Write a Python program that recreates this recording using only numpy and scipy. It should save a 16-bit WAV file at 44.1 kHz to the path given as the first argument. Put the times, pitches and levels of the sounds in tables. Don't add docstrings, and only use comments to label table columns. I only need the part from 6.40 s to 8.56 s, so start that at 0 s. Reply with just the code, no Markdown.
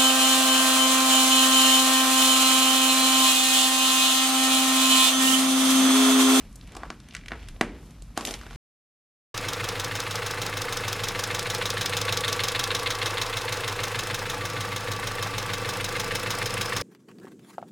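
import sys
import numpy as np
from scipy import signal
from scipy.fft import rfft, irfft
from scipy.io import wavfile
from scipy.ndimage import uniform_filter1d

SR = 44100
rng = np.random.default_rng(int(sys.argv[2]) if len(sys.argv) > 2 else 0)


def master(y):
    cut = np.clip(np.atleast_2d(y).T, -1, 1)
    pcm = np.round(cut * 32767)
    wavfile.write(sys.argv[1], SR, pcm.astype(np.int16))


N = 95300


def undb(db):
    return 10 ** (np.asarray(db, float) / 20)


def unit(x):
    return x / np.sqrt(np.mean(x ** 2) + 1e-18)


def band(x, hz, width_hz):
    return signal.lfilter(*signal.iirpeak(min(hz, .45 * SR), max(hz / width_hz, .3), fs=SR), x)


def steep_band(x, hz, width_hz):
    return band(band(band(x, hz, width_hz), hz, 1.58 * width_hz), hz, 1.58 * width_hz)


def level_curve(table, column):
    rows = np.array(table, float)
    return undb(np.interp(np.arange(N) / SR, rows[:, 0], rows[:, column]))


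def wander(samples):
    return unit(uniform_filter1d(rng.standard_normal(N), samples))


def room_hiss():
    # frequency in Hz, relative level in dB.
    spectrum = [(41, 0.5), (70, -2), (184, -7), (280, -12.5), (691, -56), (1030, -31), (1600, -34.5),
                (4300, -37), (12400, -52.5), (13500, -71)]
    rows = np.array(spectrum, float)
    hz = np.arange(N // 2 + 1) * SR / N + 1
    shape = undb(np.interp(np.log(hz), np.log(rows[:, 0]), rows[:, 1], left=-40))
    return undb(-47.5) * unit(irfft(rfft(rng.standard_normal(N)) * shape, N))


def rumble():
    # time in seconds, level in dB.
    levels = [(0.0, -48), (0.43, -52.5), (0.49, -40), (0.52, -62), (0.77, -50), (0.88, -45.5), (1.16, -41),
              (1.19, -49.5), (1.31, -43), (1.53, -54.5), (1.63, -39), (1.8, -54), (1.83, -52.5),
              (2.01, -41), (2.03, -57), (2.16, -42.5)]
    pitch_hz = 45.5 + 7.88 * wander(3000)
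    cycles = np.cumsum(pitch_hz) / SR
    return level_curve(levels, 1) * np.sqrt(2) * np.sin(2 * np.pi * cycles)


def room_echo(x):
    # frequency in Hz, relative level in dB, seconds to fade by 60 dB.
    echo_bands = [(214, -16, 0.64), (543, -48, 1), (1030, -10, 0.16), (1870, -23, 0.43), (4740, -24, 0.11),
                  (8700, -18, 0.24)]
    t = np.arange(SR // 2) / SR
    tail = sum(undb(db - 60 * t / fade_s) * band(rng.standard_normal(len(t)), hz, hz) / 10
               for hz, db, fade_s in echo_bands)
    rise = 1 - np.exp(-t / .001)
    return signal.fftconvolve(x, tail * rise)[:N]


def grinding():
    # time in seconds, then the levels of coarse crumbs, grit and fine powder in dB.
    levels = [(0, -54, -54.5, -65), (.13, -66, -71, -71), (.27, -60, -59.5, -67.5), (.37, -50, -57, -74),
              (.45, -48, -59, -70), (.56, -71, -69, -72), (.67, -61.5, -65, -72), (.74, -60.5, -56, -77),
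              (.89, -61.5, -96, -71), (.925, -42, -59, -72), (1.0, -56, -54.5, -67.5),
              (1.08, -57.5, -54.5, -71), (1.19, -58.5, -72.5, -70), (1.3, -53, -59, -78),
              (1.4, -61.5, -68, -68), (1.465, -56.5, -66.5, -58), (1.56, -62.5, -66.5, -69.5),
              (1.75, -63.5, -79, -69), (1.772, -40, -38, -54), (1.84, -46, -52.5, -58),
              (1.87, -38.5, -42, -44), (1.945, -45, -43.5, -49.5), (1.975, -51.5, -54, -57.5),
              (2.16, -56, -54.5, -65.5)]
    # pitch in Hz, band width in Hz, slips per second, strength spread in dB.
    grains = [(420, 700, 1500, 2.), (2200, 2200, 2500, 2.5), (8000, 10000, 4000, 2.5)]
    clumps = undb(1.5 * wander(int(.014 * SR)))
    out = np.zeros(N)
    for column, (hz, width_hz, rate, spread_db) in enumerate(grains, start=1):
        chance, direction, size = rng.random((3, N))
        strength = undb(-spread_db * np.log(1.005 - size))
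        slips = (chance < rate / SR) * np.sign(direction - .5) * strength
        scrape = band(band(slips, hz, width_hz), hz, 2 * width_hz)
        swell = undb(1.1 * wander(int(.05 * SR)))
        out += level_curve(levels, column) * unit(clumps * swell * scrape)
    return out


def table_reflection(snaps):
    lag = int(.00236 * SR)
    no_bass = signal.lfilter(*signal.butter(2, 400, "high", fs=SR), snaps)
    return -undb(-6) * np.concatenate([np.zeros(lag), no_bass[:N - lag]])


def chalk_cracks():
    # time in seconds, fragment level in dB, fragment pitch in Hz, levels of thud,
    # crackle and treble tick in dB (before the offsets below), burst length in milliseconds.
    cracks = [(0.127, -68, 1080, -84, -72, -51, 4.9), (0.1568, -59, 2030, -54, -74, -37.5, 6.4),
              (0.2118, -33, 3680, -71, -61, -77, 2.3), (0.2744, -40, 2300, -54.5, -58, -49.5, 2.5),
              (0.3205, -46, 1940, -67, -59, -46.5, 2.5), (0.3505, -51, 2860, -44, -42, -47.5, 3.5),
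              (0.3524, -32, 1050, -63, -51, -51, 4.3), (0.366, -39, 1340, -37.5, -43.5, -37.5, 5),
              (0.3686, -31, 1050, -42.5, -37, -73, 3.1), (0.4331, -22.5, 1120, -39, -47, -60, 4.55),
              (0.4554, -47, 1100, -45.5, -62, -73, 10), (0.5027, -24, 1420, -33.5, -33, -49, 2.55),
              (0.6017, -47, 1530, -68, -49, -53, 2.5), (0.6864, -39, 2140, -59, -55, -46.5, 4),
              (0.7087, -32, 3430, -69, -58, -63, 3.9), (0.7244, -40, 2530, -51, -57, -59, 4.2),
              (0.7365, -41, 2530, -63, -52, -49, 3), (0.742, -34.5, 1940, -59, -52, -52, 3.6),
              (0.75, -22.5, 1850, -58, -30, -40.5, 3.55), (0.7662, -31.5, 1690, -74, -37, -48, 2.4),
              (0.8111, -37.5, 2180, -76, -78, -72, 5.8), (0.836, -38, 1920, -68, -73, -68, 3.8),
              (0.8592, -30, 2110, -53, -52, -48, 6.7), (0.8828, -24.5, 2200, -76, -41.5, -42, 5.8),
              (0.9075, -32, 1510, -49, -56, -64, 3.4), (0.918, -18, 1840, -33, -54, -50, 5.47),
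              (0.926, -33, 1400, -40, -65, -63, 6.8), (0.9328, -27.5, 1420, -52, -64, -54, 10),
              (1.0281, -40.5, 2280, -54, -76, -55, 3.2), (1.0857, -33.5, 2070, -77, -44, -39.5, 4.24),
              (1.163, -42.5, 2620, -49, -70, -71, 3.8), (1.2107, -8.5, 1970, -15, -29, -26.5, 4.8),
              (1.507, -63, 2400, -72, -54, -54, 4.3), (1.622, -60, 1060, -51, -48, -42, 1.85),
              (1.775, -14.5, 990, -25, -27, -25, 3.6), (1.791, -39, 1020, -50, -53, -56, 3.2),
              (1.8091, -26.5, 1050, -38.5, -32, -44, 2.34), (1.851, -15, 2830, -41, -38.5, -24, 2.67),
              (1.8625, -41, 2850, -41.5, -54, -30, 2.5), (1.8725, -17.5, 2970, -49, -28.5, -34, 2.76),
              (1.8793, -39, 3000, -36, -42, -42, 2.2), (1.8884, -44, 3570, -36, -30.5, -58, 2.9),
              (1.909, -50, 3600, -37, -27, -60, 3.8), (1.9395, -31, 4300, -56, -24.5, -44, 3.93),
              (2.0124, -33.5, 1427, -67, -43, -71, 6.9), (2.034, -36.5, 1170, -60, -49, -61, 6),
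              (2.0656, -32, 1820, -43.5, -58, -50, 2.6), (2.1087, -33, 1140, -58, -43, -71, 4.5),
              (2.13, -38, 1110, -65, -47.5, -68, 3.1)]
    shard_count, size = 40, 2048
    lead = .25
    out = np.zeros((2, N + size))
    draws = rng.random((len(cracks), 2, shard_count))
    for (time_s, db, hz, thud_db, crackle_db, tick_db, ms), (when, push) in zip(cracks, draws):
        span = ms * SR / 1000
        fade = np.exp(-1.6 * np.abs(when - lead) * np.where(when < lead, 5, 1))
        burst = np.zeros((2, size))
        np.add.at(burst[0], (when * span).astype(int), undb(-13) * fade * (2 * push - 1))
        burst[:, int(lead * span)] = 1
        start = int(time_s * SR - .5 * lead * span)
        for part_hz, width_hz, part_db, sign in [
                (hz, .8 * hz, db, 1),
                (287, 363, thud_db + 2, 1),
                (740, 920, thud_db - 3, -1),
                (236.6, 62, thud_db - 16.5, 1),
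                (3830, 4210, crackle_db + 10, -1),
                (7690, 5970, tick_db + 10, 1)]:
            whole, main = sign * steep_band(burst, part_hz, width_hz)
            shard_gain = undb(3.5 * np.log2(part_hz / 1000))
            whole = main + (whole - main) * shard_gain
            whole *= np.linalg.norm(main) / np.linalg.norm(whole)
            gain = undb(part_db) / np.max(np.abs(main))
            out[:, start:start + size] += gain * np.array([whole, main])
    return out[:, :N]


def stereo_spread(x):
    phase = np.cumsum(rng.random(257) * 2.5)
    smeared = signal.fftconvolve(x, irfft(np.exp(-1j * phase)))[:N]
    return signal.sosfilt(signal.ellip(6, .5, 50, 5200, "high", fs=SR, output="sos"), smeared)


def scene():
    snaps, main_fractures = chalk_cracks()
    snaps = snaps + table_reflection(snaps)
    background = grinding() + room_hiss()
    echo = room_echo(main_fractures)
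    centre = snaps + echo + background + rumble()
    t = np.arange(N) / SR
    wide_crumble = (t > 1.78) & (t < 1.935)
    crack_width = undb(np.where(wide_crumble, -2, -25))
    side = stereo_spread(undb(-1) * (background + .5 * echo) + crack_width * snaps)
    return np.array([centre + side, centre - side])


def record(dry):
    return signal.sosfilt(signal.ellip(10, .2, 75, 13120, fs=SR, output="sos"), dry)


dry = scene()
out = record(dry)
master(out)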